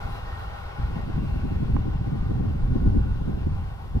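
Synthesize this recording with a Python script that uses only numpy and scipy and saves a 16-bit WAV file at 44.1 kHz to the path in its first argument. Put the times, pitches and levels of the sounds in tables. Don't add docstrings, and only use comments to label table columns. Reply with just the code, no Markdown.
import sys
import numpy as np
from scipy import signal
from scipy.fft import rfft, irfft, next_fast_len
from scipy.io import wavfile
from scipy.ndimage import uniform_filter1d, map_coordinates

SR = 44100
rng = np.random.default_rng(int(sys.argv[2]) if len(sys.argv) > 2 else 0)


def file_out(sig):
    cols = np.atleast_2d(sig).T
    lim = np.clip(cols, -1, 1)
    pcm = np.round(lim * 32767).astype(np.int16)
    wavfile.write(sys.argv[1], SR, pcm)


N = 176400
TIME = np.arange(N) / SR


def amp(db):
    return 10 ** (np.asarray(db) / 20)


def unit(x):
    return x / np.sqrt(np.mean(x ** 2) + 1e-20)


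def along(points, hz):
    freqs, values = np.transpose(points)
    return np.interp(np.log(hz + 1), np.log(freqs + 1), values)


def contour(points):
    return np.interp(TIME, *np.transpose(points))


def wobble(rate):
    return map_coordinates(rng.standard_normal(int(N * rate / SR) + 4), [TIME * rate])


def swell(peak_s, width_s):
    return np.exp(-.5 * ((TIME - peak_s) / width_s) ** 2)


def filtered(x, response):
    size = next_fast_len(N + SR // 2)
    return irfft(rfft(x, size) * response(np.fft.rfftfreq(size, 1 / SR)), size)[..., :N]


def resonant(modes, hz):
    return np.sqrt(sum(amp(db) ** 2 / (1 + (2 * (hz - centre) / width) ** 2)
                       for centre, width, db in modes))


def panned(balance_db):
    balance_db = np.atleast_1d(balance_db)
    gains = amp(np.array([balance_db, -balance_db]) / 2)
    return gains / np.sqrt(np.mean(gains ** 2, axis=0))


def patchy_noise(patchy_db):
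    spectra = signal.stft(rng.standard_normal((2, N)), nperseg=1024)[2]
    patches = uniform_filter1d(rng.standard_normal(spectra.shape[1:]), size=5, axis=0)
    patches = uniform_filter1d(patches, size=9, axis=1)
    return signal.istft(spectra * amp(patchy_db * unit(patches)), nperseg=1024)[1][:, :N]


def at_ports(pair, coherence, lead):
    angle = lambda hz: np.arccos(np.clip(along(coherence, hz), 0, 1)) / 2
    mid, side = filtered(pair, lambda hz: np.array([np.cos(angle(hz)), np.sin(angle(hz))]))
    phase_shift = lambda hz: np.exp(.5j * np.outer([1, -1], along(lead, hz)))
    return filtered(np.array([mid + side, mid - side]), phase_shift)


# time in seconds, relative level in dB.
SIZZLE_LEVEL = [(0.0, -68), (0.77, -71), (1.28, -71), (1.98, -74.5), (3.48, -73), (3.9, -72.5)]
# frequency in Hz, relative density in dB.
SIZZLE_SPECTRUM = [(3000, -20), (6500, -1.5), (9000, -1), (10200, 0), (11200, -2.5), (12500, 1.5),
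                   (14200, -2.5), (15600, -6)]
# centre in Hz, bandwidth in Hz, level over the hiss in dB.
SIZZLE_WHISTLE = [(9490, 51, 4.5)]

def sizzle(gain_db=4):
    colour = lambda hz: amp(along(SIZZLE_SPECTRUM, hz)) * np.hypot(1, resonant(SIZZLE_WHISTLE, hz))
    hiss = unit(filtered(patchy_noise(patchy_db=1), colour))
    return hiss * amp(gain_db + contour(SIZZLE_LEVEL) + .4 * wobble(10)) * panned(balance_db=-6)


# frequency in Hz, relative level in dB, time to fall 60 dB in seconds.
POP_MODES = [(251, 1, 0.023), (850, 0, 0.016), (1020, 5.5, 0.012), (1500, -5, 0.011), (2130, -14, 0.011)]

def pop(start_s=1.7655, attack_s=0.00081, gain_db=-21.5):
    age = np.maximum(TIME - start_s, 0)
    ring = sum(amp(db - 60 * age / t60) * np.sin(2 * np.pi * hz * age) for hz, db, t60 in POP_MODES)
    return amp(gain_db) * ring * (1 - np.exp(-age / attack_s)) * panned(balance_db=-21)


# time of the peak in seconds, envelope peak in dB.
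THUMPS = [(.057, -24), (.137, -23), (.28, -28), (0.331, -25), (.394, -29), (.482, -25.5), (.661, -26.5),
          (0.794, -26), (.845, -18), (0.877, -24.5), (1.155, -23), (1.323, -19.5), (1.376, -20),
          (1.567, -21.5), (1.744, -17.5), (1.982, -21.5), (2.211, -17), (2.646, -13.5), (2.82, -15),
          (2.87, -13.5), (2.986, -12.5), (3.125, -17), (3.96, -16.5)]

def thumps(centre_hz=53.4, scatter=0.41, width_s=0.0074, left_lead_s=0.00019):
    out = np.zeros((2, N))
    for (peak_s, db), (detune, phase) in zip(THUMPS, rng.uniform(-1.07, 1, (len(THUMPS), 2))):
        t = TIME - peak_s + np.array([[left_lead_s], [0]])
        hz = centre_hz * (1 + scatter * detune)
        out += amp(db) * swell(peak_s, width_s) * np.cos(2 * np.pi * hz * t + np.pi * phase)
    return out


# frequency in Hz, coherence from 0 to 1.
WIND_COHERENCE = [(40, 1), (90, 0.92), (170, 0.7), (280, 0.48), (500, 0.73)]
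# frequency in Hz, lead of the left in radians.
WIND_LEAD = [(30, 0.1), (130, 0.49), (230, 1), (300, 1.6), (420, 2.86)]

def eddies(spectrum, lumpy_db, lumps_per_s, steady_s):
    noise = at_ports(rng.standard_normal((2, N)), WIND_COHERENCE, WIND_LEAD)
    lumps = amp(lumpy_db * wobble(lumps_per_s))
    pressure = unit(filtered(noise * lumps, lambda hz: amp(along(spectrum, hz))))
    span = int(steady_s * SR)
    power = uniform_filter1d(uniform_filter1d(np.mean(pressure ** 2, axis=0), span), span)
    return pressure / np.sqrt(np.abs(power) + 1e-6)


# frequency in Hz, relative density in dB.
BUFFET_SPECTRUM = [(8, -7), (25, -3), (60, -1), (90, -1.5), (130, -8), (190, -22), (400, -72), (1000, -91)]
FLUTTER_SPECTRUM = [(50, -28.5), (125, 2), (220, -4.5), (300, -11.5), (420, -14), (600, -26.5), (1200, -41),
                    (4000, -68.5)]
PUFF_SPECTRUM = [(30, -11), (120, 1.5), (220, 0), (310, -7), (430, -14.5), (620, -28), (1200, -44.5),
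                 (4000, -69.5)]
# time in seconds, relative level in dB.
BUFFET_LEVEL = [(0.0, -35), (0.77, -39), (0.79, -29), (1.12, -32.5), (1.15, -28), (1.66, -28), (1.75, -21),
                (1.82, -27.5), (1.97, -26), (2.09, -31), (2.46, -24.5), (2.57, -27), (2.8, -21.5),
                (3.01, -22), (3.05, -26), (3.25, -28.5), (3.32, -26.5), (3.41, -29.5), (3.5, -23.5),
                (3.83, -38.5), (3.93, -30.5)]
FLUTTER_LEVEL = [(0, -53.5), (.1, -48.5), (.35, -61), (.76, -62), (.8, -47), (1.0, -43), (1.2, -37),
                 (1.32, -44), (1.6, -36), (2.0, -38), (2.4, -38), (2.6, -39), (2.85, -33.5), (3.0, -34.5),
                 (3.15, -42.5), (3.3, -37.5), (3.55, -42.5), (3.72, -54.5), (4.0, -47.5)]
# time of the peak in seconds, level in dB.
PUFFS = [(.06, -35), (0.801, -33), (0.968, -28.5), (1.093, -28), (1.185, -25.5), (1.231, -27),
         (1.361, -26.5), (1.447, -24.5), (1.524, -26.5), (1.631, -25), (1.758, -22), (1.879, -27),
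         (2.078, -28), (2.131, -23.5), (2.311, -21), (2.409, -23), (2.455, -22.5), (2.764, -20.5),
         (2.867, -18), (2.943, -23), (2.97, -18.5), (3.286, -22.5), (3.334, -25), (3.472, -25),
         (3.966, -20.5)]

def wind(buffet_db=0.5, flutter_db=6):
    buffet = eddies(BUFFET_SPECTRUM, lumpy_db=1.5, lumps_per_s=36, steady_s=0.1)
    buffet *= amp(buffet_db + contour(BUFFET_LEVEL))
    flutter = eddies(FLUTTER_SPECTRUM, lumpy_db=3.5, lumps_per_s=70, steady_s=0.087)
    flutter *= amp(flutter_db + contour(FLUTTER_LEVEL))
    puffs = eddies(PUFF_SPECTRUM, lumpy_db=3.5, lumps_per_s=120, steady_s=0.032)
    puffs *= sum(amp(db) * swell(peak_s, width_s=.0095) for peak_s, db in PUFFS)
    return buffet + flutter + puffs


# time of the peak in seconds, width in seconds, level in dB.
SCRAPES = [(.135, 0.037, -57.5), (.41, .028, -63), (.595, 0.018, -68), (1.33, 0.046, -69)]
# centre in Hz, bandwidth in Hz, relative level in dB.
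SCRAPE_MODES = [(4000, 90, 6.5), (4270, 600, -9), (9490, 53, -2), (12600, 1500, -12)]

def scrapes():
    friction = rng.standard_normal((2, N))
    steel = unit(filtered(friction, lambda hz: resonant(SCRAPE_MODES, hz) * (hz > 2500)))
    envelope = sum(amp(db) * swell(peak_s, width_s) for peak_s, width_s, db in SCRAPES)
    return steel * envelope * panned(balance_db=-8)


# frequency in Hz, coherence (clipped to 0-1 in use).
TRAIN_COHERENCE = [(100, 6), (500, -0.14), (820, 0.2), (1080, 0), (1380, 1), (1680, 0.76), (2600, 0.62),
                   (4200, 0.51), (7000, .12)]
# frequency in Hz, lead of the left in radians.
TRAIN_LEAD = [(50, .2), (400, 1), (700, 2.46), (820, 1.74), (950, 1.87), (1400, 1.07), (2000, 2.14),
              (3000, 3.16), (4000, 4.13), (6000, 5.16)]
# frequency in Hz, left minus right in dB.
TRAIN_BALANCE = [(250, -3), (560, 6), (780, 15.5), (1050, 3.5), (1300, -1), (1900, -5), (2500, 1.5),
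                 (4500, 5.5), (7000, 3)]

def from_track(pair, colour):
    arriving = at_ports(pair, TRAIN_COHERENCE, TRAIN_LEAD)
    return filtered(arriving, lambda hz: colour(hz) * panned(along(TRAIN_BALANCE, hz)))


# time of the peak in seconds, width in seconds,
# centre in Hz, nominal bandwidth in Hz, level in dB.
SINGING = [(0.36, 0.36, 1300, 370, -50), (0.38, .1, 1870, 67, -54), (.75, 0.33, 818, 30, -51),
           (1.32, 0.12, 2740, 80, -61), (1.3, 0.51, 2600, 500, -61), (2.28, .2, 1200, 46, -57),
           (3, 0.25, 1465, 60, -58), (3.06, 0.13, 2770, 96, -66)]

def singing():
    out = np.zeros((2, N))
    for peak_s, width_s, centre, bandwidth, db in SINGING:
        resonance = lambda hz: resonant([(centre, bandwidth, 0)], hz) ** 2
        band = from_track(rng.standard_normal((2, N)), resonance)
        out += amp(db) * swell(peak_s, width_s) * unit(band)
    return out


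# time in seconds, relative level in dB.
ROLLING_LEVEL = [(0, -44), (.58, -45), (.72, -45.5), (.95, -46), (1.25, -47.5), (2.0, -48.5), (3.1, -49.5),
                 (3.55, -49), (4.0, -51)]
# frequency in Hz, relative density in dB.
ROAR_SPECTRUM = [(30, -10), (120, 2.5), (290, -6.5), (440, 0), (680, 0), (870, 0.5), (1050, 2),
                 (1230, -5.5), (1500, -3.5), (1700, -10.5), (2300, -10.5), (3800, -15), (5400, -21.5),
                 (7000, -32.5), (15000, -56)]
# centre in Hz, bandwidth in Hz, relative starting
# level in dB, mean fall against the roar in dB per second (negative for a rise).
RAIL_MODES = [(798, 30, 7.5, 0), (1040, 25, -6, 1), (1110, 61, -1, 0), (1365, 18, 2.5, 2.7),
              (1459, 82, 3.5, 1.5), (1850, 24, 9, 1.5), (1970, 60, -0.5, 3), (2174, 29, 7.5, 6.8),
              (2760, 20, -0.5, -1.5), (2787, 26, 4.5, 1), (3345, 70, -1, 3), (3560, 50, -5, 7),
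              (3980, 27, 0.5, 4)]

def train(gain_db=4, ring_db=1.5, dulling_db_per_s=0.27, wheel_hz=7.25, pulse_db=0.68):
    colour = lambda hz: amp(along(ROAR_SPECTRUM, hz))
    roar = from_track(patchy_noise(patchy_db=1), colour)
    drive = from_track(patchy_noise(patchy_db=2.5), colour)

    def ring_at(seconds):
        modes = [(centre, width, db - fall * seconds) for centre, width, db, fall in RAIL_MODES]
        return filtered(drive, lambda hz: resonant(modes, hz))

    progress = TIME / TIME[-1]
    ringing = (1 - progress) * ring_at(0) + progress * ring_at(TIME[-1])
    rolling = unit(roar + amp(ring_db) * ringing)
    treble = filtered(rolling, lambda hz: hz ** 4 / (hz ** 4 + 1400 ** 4))
    rolling += treble * (amp(-dulling_db_per_s * TIME) - 1)
    wheel_turns = np.cumsum(wheel_hz * (1 + 0.04 * wobble(3.32))) / SR
    pulsing_db = pulse_db * np.sin(2 * np.pi * wheel_turns)
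    return rolling * amp(gain_db + contour(ROLLING_LEVEL) + pulsing_db + 0.2 * wobble(14))


def scene():
    return train() + singing() + scrapes() + wind() + thumps() + sizzle() + pop()


def record(dry, fade_s=.004, top_hz=15700):
    fades = np.clip(np.minimum(TIME, TIME[-1] - TIME) / fade_s, 0, 1)
    return filtered(dry * fades, lambda hz: hz < top_hz)


dry = scene()
out = record(dry)
file_out(out)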